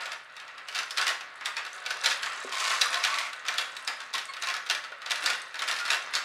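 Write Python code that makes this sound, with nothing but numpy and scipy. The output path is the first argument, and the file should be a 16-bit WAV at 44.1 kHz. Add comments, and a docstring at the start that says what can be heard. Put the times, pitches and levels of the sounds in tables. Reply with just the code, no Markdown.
"""Marbles in a plastic tower

Marbles run down a plastic tower in a small carpeted room, heard through one camera microphone.
Rolling contact makes the chutes rumble and a bowl hum; light impacts chatter on the walls and click,
glass on glass. Drops through the tubes excite the plastic's modes in bouncing knocks. Now and then
a single mode thuds or pings, and stick-slip friction makes a joint squeak once."""
import sys
import numpy as np
from scipy import signal
from scipy.fft import rfft, irfft
from scipy.io import wavfile

SR = 44100
rng = np.random.default_rng(int(sys.argv[2]) if len(sys.argv) > 2 else 0)


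def file_out(sig):
    """Save sig as 16-bit WAV at sys.argv[1]."""
    # one column per channel
    cols = np.atleast_2d(sig).T
    # limit, then scale
    lim = np.clip(cols, -1, 1)
    pcm = np.round(lim * 32767).astype(np.int16)
    wavfile.write(sys.argv[1], SR, pcm)


N = 275184
TIME = np.arange(N) / SR


def amp(db):
    """Decibels to amplitude ratio."""
    return 10 ** (np.asarray(db) / 20)


def unit_energy(x):
    """Normalise to an energy of one."""
    return x / np.sqrt(np.sum(x ** 2))


def unit_rms(x):
    """Normalise to an rms of one."""
    return x / np.std(x)


def band(x, hz, kind, order=2):
    """Butterworth filter."""
    return signal.sosfilt(signal.butter(order, hz, kind, fs=SR, output="sos"), x)


def response(spectrum, size=2048):
    """Minimum-phase impulse response of a (frequency [Hz], gain [dB]) curve, by cepstral folding."""
    hz, db = np.transpose(spectrum)
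    bin_hz = np.fft.rfftfreq(size, 1 / SR)
    log_gain = np.log(amp(np.interp(np.log(bin_hz + 1), np.log(hz), db)))
    fold = np.r_[1, np.full(size // 2 - 1, 2), 1, np.zeros(size // 2 - 1)]
    return irfft(np.exp(rfft(irfft(log_gain) * fold)))


def through(x, impulse_response):
    """Convolution, cut to the length of x."""
    return signal.fftconvolve(x, impulse_response)[:len(x)]


def resonate(x, modes):
    """Forced response of parallel modes, each (frequency [Hz], bandwidth [Hz], gain [dB])."""
    return sum(amp(db) * signal.lfilter(*signal.iirpeak(hz, hz / width, fs=SR), x)
               for hz, width, db in modes)


def add(out, start_s, x):
    """Superpose x on out from start_s on."""
    start = max(int(start_s * SR), 0)
    out[start:start + len(x)] += x[:len(out) - start]


def contacts(per_s, spread_db):
    """Shot noise: tiny impacts of uneven size at random moments."""
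    sizes = amp(spread_db * np.minimum(rng.standard_normal(N), 2)) * rng.choice([-1, 1], N)
    return unit_rms(sizes * (rng.random(N) < per_s / SR))


def dense_modes(energy, t60, rise_s):
    """Modal overlap: each input of energy becomes noise that builds as the waves spread, then decays."""
    power = signal.lfilter([1], [1, -np.exp(-2 * np.log(1000) / (t60 * SR))], energy)
    power = signal.lfilter([1], [1, -np.exp(-1 / (rise_s * SR))], power)
    return rng.standard_normal(len(power)) * np.sqrt(power * energy.sum() / power.sum())


def wander(x, modes, depth_db, moves_per_s):
    """Modal coupling depends on position: a moving marble favours now one mode, now another."""
    stops = np.arange(0, TIME[-1] + 1, 1 / moves_per_s)
    out = 0
    for mode in modes:
        coupling_db = depth_db * np.interp(TIME, stops, rng.uniform(-1.2, 1, len(stops)))
        out = out + amp(coupling_db) * resonate(x, [mode])
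    return out


# spectrum of the still room: (frequency [Hz], relative level [dB])
ROOM_SPECTRUM = [(30, -12), (70, -15.5), (120, -1), (180, -5), (400, -3.5), (600, 4.5), (900, -9),
                 (2000, -30), (8000, -16), (15000, -40)]


def room_tone(db=-69.5):
    """Stationary noise: the faint, low hush of the room."""
    return amp(db) * unit_rms(through(rng.standard_normal(N), response(ROOM_SPECTRUM)))


def reflections(early_db=-7, late_db=-6.5, build_s=0.012, crossover_hz=4500):
    """Room impulse response: the near wall and table, then a diffuse tail whose treble decays first."""
    impulse = signal.unit_impulse(SR // 2)
    early = dense_modes(impulse, t60=0.0036, rise_s=build_s / 2)
    low = band(dense_modes(impulse, t60=0.41, rise_s=build_s), crossover_hz, "lowpass")
    high = band(dense_modes(impulse, t60=0.3, rise_s=build_s), crossover_hz, "highpass")
    return amp(early_db) * unit_energy(early) + amp(late_db) * unit_energy(low + high)


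def reverberate(x, moves_per_s=7, places=4):
    """Multipath propagation: the sound shifts among places on the tower, each with its own reflections."""
    stops = np.arange(0, TIME[-1] + 1, 1 / moves_per_s)
    shares = np.array([np.interp(TIME, stops, rng.exponential(size=len(stops))) for _ in range(places)])
    shares = shares / np.linalg.norm(shares, axis=0)
    return x + sum(through(x * share, reflections()) for share in shares)


# drive from the rolling marbles: (time [s], relative level [dB])
ROLLING_LEVELS = [(0.0, -36), (0.19, -48.5), (0.4, -47.5), (0.68, -46.5), (1.01, -44), (1.32, -46.5),
                  (2.07, -38), (2.54, -38.5), (2.8, -36.5), (3.11, -36.5), (3.27, -42.5), (3.42, -44.5),
                  (3.62, -42), (4.08, -44.5), (4.3, -45), (4.55, -44.5), (5.07, -48), (5.25, -35),
                  (5.37, -41), (5.61, -46), (5.79, -41), (6.24, -39.5)]


def agitation(rattle_db=-18, settle_t60=0.32):
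    """Incoherent sources add in power: the envelope of rolling plus a dying rattle after each knock."""
    times, levels_db = np.transpose(ROLLING_LEVELS)
    power = amp(np.interp(TIME, times, levels_db)) ** 2
    settling = amp(-60 * TIME[:SR] / settle_t60)
    for start_s, db, *_ in KNOCKS:
        add(power, start_s, (amp(db + rattle_db) * settling) ** 2)
    return np.sqrt(power)


# spectrum of rolling contact: (frequency [Hz], relative level [dB])
ROLLING_SPECTRUM = [(60, -32), (120, -21), (170, -21.5), (350, -14), (560, -3), (680, -6), (900, -2),
                    (1100, 3), (1400, 0), (1850, -0.5), (2300, -3.5), (4000, -8.5), (8000, -40),
                    (16000, -39)]
# resonances of the chutes: (frequency [Hz], bandwidth [Hz], gain [dB])
CHUTE_MODES = [(295, 18, 2), (527, 44, 5), (724, 32, 7.5), (1100, 9.6, 4), (1350, 260, 10), (1420, 20, -4),
               (1527, 114, 11.5), (1633, 46, 5), (1781, 170, 13.5), (1870, 320, 4), (2200, 78, -4),
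               (2700, 92, 11), (3580, 120, -8), (3650, 68, 3), (4660, 1200, 4.5), (7140, 33, -16)]


def rolling(rumble_db=-7, chute_db=-8):
    """Roughness excitation: marbles drum over the track's fine bumps and drive the chutes' modes."""
    rumble = unit_rms(through(contacts(per_s=1500, spread_db=1.5), response(ROLLING_SPECTRUM)))
    chutes = unit_rms(wander(rumble, CHUTE_MODES, depth_db=4, moves_per_s=8))
    return agitation() * (amp(rumble_db) * rumble + amp(chute_db) * chutes)


# spectrum of struck plastic: (frequency [Hz], relative level [dB])
IMPACT_SPECTRUM = [(30, -31), (120, -29.5), (250, -26.5), (500, -13.5), (850, -6.5), (1100, -4), (1600, -4),
                   (2400, -0.5), (3500, 2), (5000, -1.5), (7500, -6.5), (10500, -13.5), (14000, -25),
                   (16000, -34)]


def chatter(db=-53.5, growth=1.94, relative_width=0.18, tilt_db_per_octave=3):
    """Light random impacts ring in narrow bands: lower on the plastic walls, highest glass on glass."""
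    effort = agitation()
    # busier marbles tick harder, up to a limit
    strength = amp(db) * np.minimum(effort / effort.mean(), 2.2) ** growth
    out = 0
    for hz in np.geomspace(2000, 10000, 8):
        impacts = contacts(per_s=90, spread_db=7) * strength
        ticks = dense_modes(impacts ** 2, t60=0.012, rise_s=0.00056)
        tilt_db = tilt_db_per_octave * np.log2(hz / 4000)
        out = out + resonate(ticks, [(hz, relative_width * hz, tilt_db)])
    return through(out, unit_energy(response(IMPACT_SPECTRUM)))


# resonances of the bowl: (frequency [Hz], bandwidth [Hz], gain [dB])
BOWL_MODES = [(713, 71, -7), (960, 34, -18), (1095, 60, 4), (1165, 90, 1.5), (1330, 160, -3), (1512, 50, 0),
              (1780, 130, -1.5), (2140, 290, -0.5)]
# marbles circling it: (start [s], duration [s], relative hum level [dB], relative hiss level [dB])
BOWL_PASSES = [(2.515, 0.3, -31.5, -32), (2.86, 0.22, -33, -42), (3.048, 0.26, -31.5, -39)]


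def bowl(db=-2, swell_s=0.13, fade_s=0.12):
    """Forced vibration: a circling marble scours a thin, humming bowl too small to radiate bass."""
    ringing = wander(contacts(per_s=600, spread_db=4), BOWL_MODES, depth_db=5.5, moves_per_s=13)
    hum = unit_rms(band(ringing, [600, 3200], "bandpass"))
    scour = through(contacts(per_s=900, spread_db=4.5), response(IMPACT_SPECTRUM))
    hiss = unit_rms(band(scour, [2200, 11000], "bandpass", order=1))
    out = 0
    for start_s, length_s, hum_db, hiss_db in BOWL_PASSES:
        age = TIME - start_s
        power = np.clip(np.minimum(age / swell_s, (length_s - age) / fade_s), 0, 1)
        out = out + np.sqrt(power) * (amp(hum_db) * hum + amp(hiss_db) * hiss)
    return amp(db) * out


# partials of the squeak: (harmonic number, relative level [dB])
SQUEAK_HARMONICS = [(1, 0), (2, -1), (3, -10), (4, -7), (7, -20), (8, -19)]


def squeak(start_s=4.282, length_s=0.032, start_hz=1120, sag_hz_per_s=1800, waver=0.02, db=-37.5):
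    """Stick-slip friction: an unsteady harmonic tone whose pitch sags as the joint comes to rest."""
    age = np.clip(TIME - start_s, 0, length_s)
    jitter = unit_rms(band(rng.standard_normal(N), 330, "lowpass"))
    hz = (start_hz - sag_hz_per_s * age) * (1 + waver * jitter)
    phase = 2 * np.pi * np.cumsum(hz) / SR
    tone = unit_rms(sum(amp(partial_db) * np.sin(k * phase) for k, partial_db in SQUEAK_HARMONICS))
    return amp(db) * tone * np.sin(np.pi * age / length_s)


# single parts ringing: (time [s], relative level [dB], frequency [Hz], T60 [s], rise time [s])
THUDS_AND_PINGS = [(2.059, -32.5, 527, 0.13, 0.0033), (2.447, -32.5, 492, 0.017, 0.00083),
                   (2.449, -45, 387, 0.18, 0.003), (2.45, -42, 283, 0.11, 0.002),
                   (2.857, -24, 1180, 0.05, 0.003), (2.955, -32, 711, 0.15, 0.01),
                   (2.968, -27, 1070, 0.052, 0.0031), (3.062, -26, 1750, 0.11, 0.005),
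                   (3.124, -23, 1137, 0.1, 0.0067), (3.877, -27, 4940, 0.016, .0005),
                   (3.878, -45, 4950, 0.46, .001), (4.143, -29, 1082, 0.05, 0.003),
                   (4.47, -27.5, 1063, 0.17, .008), (4.7, -41, 690, 0.03, 0.0019),
                   (4.919, -42, 560, 0.02, 0.0014), (4.922, -33, 1445, 0.028, 0.0026),
                   (5.228, -43.5, 309, 0.18, 0.0055), (5.263, -37.5, 538, 0.32, 0.004),
                   (5.79, -24.5, 1420, 0.24, 0.025)]


def thuds_and_pings():
    """Damped free vibration of one mode of the tower; the softer the contact, the slower the rise."""
    out, t = np.zeros(N), TIME[:SR // 2]
    for start_s, db, hz, t60, rise_s in THUDS_AND_PINGS:
        envelope = amp(-60 * t / t60) * (1 - np.exp(-t / rise_s))
        mode = envelope * np.sin(2 * np.pi * hz * t)
        add(out, start_s, amp(db) * unit_energy(band(mode, hz / 2, "highpass", order=4)))
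    return out


# bright clicks: (time [s], energy level [dB], centre frequency [Hz]); mostly glass on glass, but the two at
# 4.6993 s and 5.262 s are the sharp snap of the knocks there
BRIGHT_CLICKS = [(0.2993, -36, 5200), (1.6792, -44, 5600), (1.7305, -20, 7540), (1.8069, -52, 5000),
                 (1.9451, -24, 5200), (2.0135, -15, 5400), (2.3731, -32, 6000), (2.4933, -20, 6500),
                 (2.6043, -10, 6540), (3.3943, -29, 7500), (3.465, -19, 6600), (3.752, -29, 7700),
                 (3.7949, -32, 8500), (3.849, -21.5, 8300), (4.0043, -27, 9000), (4.254, -19.5, 9000),
                 (4.4145, -27, 8000), (4.4619, -22, 7900), (4.6993, -7, 6040), (5.262, -4, 5530),
                 (5.4172, -18.5, 7500), (5.6392, -19, 7500), (5.6851, -14, 7800), (6.1518, -8.5, 8300)]


def bright_clicks(relative_width=0.63):
    """Hard, brief contact: a bright click with no body, mostly one marble catching up with another, and twice
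    the sharp snap of a hard knock."""
    out = np.zeros(N)
    for start_s, db, hz in BRIGHT_CLICKS:
        burst = dense_modes(signal.unit_impulse(SR // 16), t60=0.009, rise_s=0.0004)
        click = through(burst, response(IMPACT_SPECTRUM))
        mode = [(hz, relative_width * hz, 0)]
        add(out, start_s, amp(db) * unit_energy(resonate(resonate(click, mode), mode)))
    return out


def rebounds(first_db, lead_s, gap_s=0.0074, loss_db=6, graze_db=-16, count=6):
    """Inelastic bouncing: the energy of a graze, the blow at lead_s, then ever weaker, uneven rebounds."""
    train, blow = np.zeros(SR // 8), int(lead_s * SR)
    train[int(blow * rng.uniform(0, 0.6))] = amp(graze_db)
    train[blow] = 1
    for k, delay_s in enumerate(np.cumsum(gap_s * rng.uniform(0.43, 2, count))):
        train[min(blow + int(delay_s * SR), len(train) - 1)] += amp(first_db - loss_db * k)
    return train ** 2


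# modes of a struck part: (ratio to its ring frequency, gain [dB])
RING_MODES = [(0.999, 3), (1.41, -6), (2.3, -10.5)]
# marble drops: (time [s], relative level [dB], hollow body gain [dB], ring frequency [Hz],
# first rebound against the blow [dB])
KNOCKS = [(0.008, -35.5, 2.5, 2200, -7), (0.0559, -28.5, -2.5, 2150, -6), (0.118, -27, -6.5, 2140, -6),
          (0.3653, -37, -2, 3750, -28), (0.399, -36.5, -3, 1740, -8), (0.4785, -40.5, 1, 1420, -15),
          (0.5801, -38, 0.5, 1220, -14), (0.6844, -29.5, -6.5, 2920, -12), (0.715, -32.5, -9, 2270, 5),
          (0.7479, -25, -8, 1580, -9), (0.755, -25, -5, 3100, -7), (0.766, -25, -9, 1320, -2),
          (0.778, -28, -9, 3180, -3), (0.788, -22, -9, 1950, -8), (.831, -30, -18, 1390, -17),
          (0.9071, -26.5, -25, 5170, -10), (.9725, -19.5, -8.5, 1700, -7), (.981, -20, -8, 3240, -21),
          (.993, -29, 0.5, 1500, -10), (1.013, -18, -9.5, 1470, -6), (1.067, -18.5, -6, 2010, -7),
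          (1.0792, -17.5, -10.5, 3000, -11), (1.089, -23.5, -10, 1860, -13), (1.108, -28, -10, 1690, -12),
          (1.2082, -33, -1.5, 1550, -25), (1.41, -38, 5.5, 1580, -10), (1.449, -35, -3, 3070, 1),
          (1.457, -21, -7, 3600, -9), (1.567, -24.5, -2, 2550, -4), (1.65, -30, -8, 1620, -2),
          (1.8614, -24.5, -6.5, 2450, -22), (1.9051, -22, -8.5, 1460, -9), (2.037, -19.5, -5, 4000, 3),
          (2.059, -13.5, -10.5, 4110, -12), (2.1, -24.5, -15, 2680, -12), (2.108, -21.5, -15, 1740, -9),
          (2.12, -24, -9, 1970, -12), (2.2302, -22, -8.5, 1610, -3), (2.2603, -26.5, -5.5, 1550, -8),
          (2.321, -34.5, 0, 1480, -12), (2.5227, -26.5, -17, 3160, -5), (2.601, -25.5, -7, 2080, -11),
          (2.7027, -25.5, 3.5, 2100, -30), (2.8115, -17.5, -16, 3970, -25),
          (2.8155, -12.5, -13.5, 3860, -17), (2.929, -23, -4.5, 1750, -10), (2.9426, -19.5, -22, 1670, -16),
          (2.956, -26, -8, 1760, -15), (3.038, -17, -19, 2350, -15), (3.048, -17.5, -6.5, 3300, -12),
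          (3.1412, -24, -33, 2600, -26), (3.1851, -21, -16, 2290, -17), (3.331, -30.5, -8.5, 1510, -25),
          (3.452, -33, 3, 1320, 0), (3.483, -18.5, -7.5, 1695, -12), (3.525, -26, -4, 1715, 7),
          (3.582, -17.5, -10.5, 3400, -10), (3.61, -25, -10, 2310, 0), (3.766, -30, -11, 3870, -19),
          (3.8754, -21.5, -3.5, 4790, -9), (4.0034, -31, -5.5, 1490, -4), (4.1372, -23, -6.5, 3760, -6),
          (4.1511, -24, -5, 3480, -17), (4.1799, -25, -12, 3960, -7), (4.336, -32.5, -8, 2680, -23),
          (4.3665, -33.5, -4, 1280, -19), (4.4224, -22.5, -5, 3940, -4.5), (4.4707, -24.5, -7.5, 2800, -5),
          (4.486, -22, -5, 2300, 0), (4.5397, -24, -8, 1325, -7), (4.565, -28, -9, 1480, -17),
          (4.663, -30.5, -6, 1280, -3), (4.6985, -17, -9, 2840, -31), (4.7097, -19, -19, 1810, -37),
          (4.7485, -24, -7, 1670, -31), (4.839, -32, -3, 1330, -3), (4.919, -41, 2, 1440, -10),
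          (5.0179, -35, -1, 1250, -5), (5.0606, -27, -4.5, 1340, -8), (5.099, -30.5, -5.5, 2200, -8),
          (5.1069, -20, -5.5, 3700, -16), (5.1159, -19, -13.5, 2020, -22), (5.1572, -26, -20, 1720, -12),
          (5.2225, -29.5, -2, 1650, -8), (5.24, -27.5, -8, 4220, -15), (5.2597, -17, -13, 4350, -17),
          (5.272, -21.5, -6, 1820, -5), (5.3004, -19.5, -6, 1480, -6), (5.332, -27.5, -9, 1480, -13),
          (5.542, -30, -1.5, 1630, 0), (5.5918, -26.5, -3.5, 3900, -7), (5.6202, -22.5, -4, 2090, -9),
          (5.677, -21.5, -10, 1410, -8), (5.685, -23.5, -6, 3820, -13), (5.696, -26, -6, 1650, -14),
          (5.7121, -18.5, -10.5, 1670, -5), (5.7634, -28, -20, 2250, -8), (5.7867, -25.5, -10, 1390, -5),
          (5.801, -28, -12, 2580, -3), (5.852, -23.5, -7.5, 1340, -4), (5.879, -25.5, -3.5, 1760, -5),
          (5.9028, -15.5, -13, 1720, -12), (5.916, -21, -9, 2750, -5), (5.932, -18.5, -7, 1850, -4),
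          (6.1367, -21.5, -8, 1560, -5), (6.1513, -20, -17, 4440, -10), (6.162, -22, -11.5, 1480, -1)]


def knocks(lead_s=0.008, crack_rise_s=0.00075, ring_rise_s=0.0022, relative_width=0.064, chute_db=-9):
    """Impact excitation: each drop gives a crack of dense modes, the struck part's ring and a tube note."""
    out, colour = np.zeros(N), response(IMPACT_SPECTRUM)
    for start_s, db, body_db, hz, rebound_db in KNOCKS:
        blows = rebounds(rebound_db, lead_s)
        body = band(dense_modes(blows, 0.3, 2 * crack_rise_s), 2300, "lowpass", order=4)
        middle = band(dense_modes(blows, 0.02, crack_rise_s), [2200, 6200], "bandpass", order=3)
        treble = band(dense_modes(blows, 0.019, crack_rise_s), 6000, "highpass", order=4)
        modes = [(ratio * hz, relative_width * hz, mode_db) for ratio, mode_db in RING_MODES]
        ring = resonate(dense_modes(blows, 0.031, ring_rise_s), modes)
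        tube_hz = 1730 * (1 + 0.1 * rng.standard_normal())  # the hollow tubes differ a little
        tube = resonate(dense_modes(blows, 0.1, ring_rise_s), [(tube_hz, 140, 0)])
        recording_bump = band(dense_modes(blows, 0.06, ring_rise_s), 80, "lowpass")
        # a part that rings higher is stiffer: a brighter crack and a clearer note
        octaves = np.log2(hz / 2000)
        treble_db, ring_db = -10 + 2 * octaves, -5 + 1.5 * octaves
        layers = [(body, body_db + 4), (middle, -1.2), (treble, treble_db),
                  (ring, ring_db), (tube, -11), (recording_bump, -43)]
        knock = sum(amp(layer_db) * unit_energy(through(x, colour)) for x, layer_db in layers)
        add(out, start_s - lead_s, amp(db) * knock)
    # the joined chutes and tubes ring in sympathy with every blow
    return out + amp(chute_db) * np.std(out) * unit_rms(resonate(out, CHUTE_MODES))


def scene(knock_db=17, thud_and_ping_db=20):
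    """Superposition: the tower's sources reverberate together over the room tone."""
    tower = amp(knock_db) * knocks() + bright_clicks() + rolling() + chatter() + bowl()
    tower += amp(thud_and_ping_db) * thuds_and_pings() + squeak()
    return (room_tone() + reverberate(tower))[None]


def record(dry):
    """Band limiting: the camera cuts off the highest treble."""
    return signal.sosfilt(signal.ellip(10, 0.2, 80, 15800, fs=SR, output="sos"), dry)


dry = scene()
out = record(dry)
file_out(out)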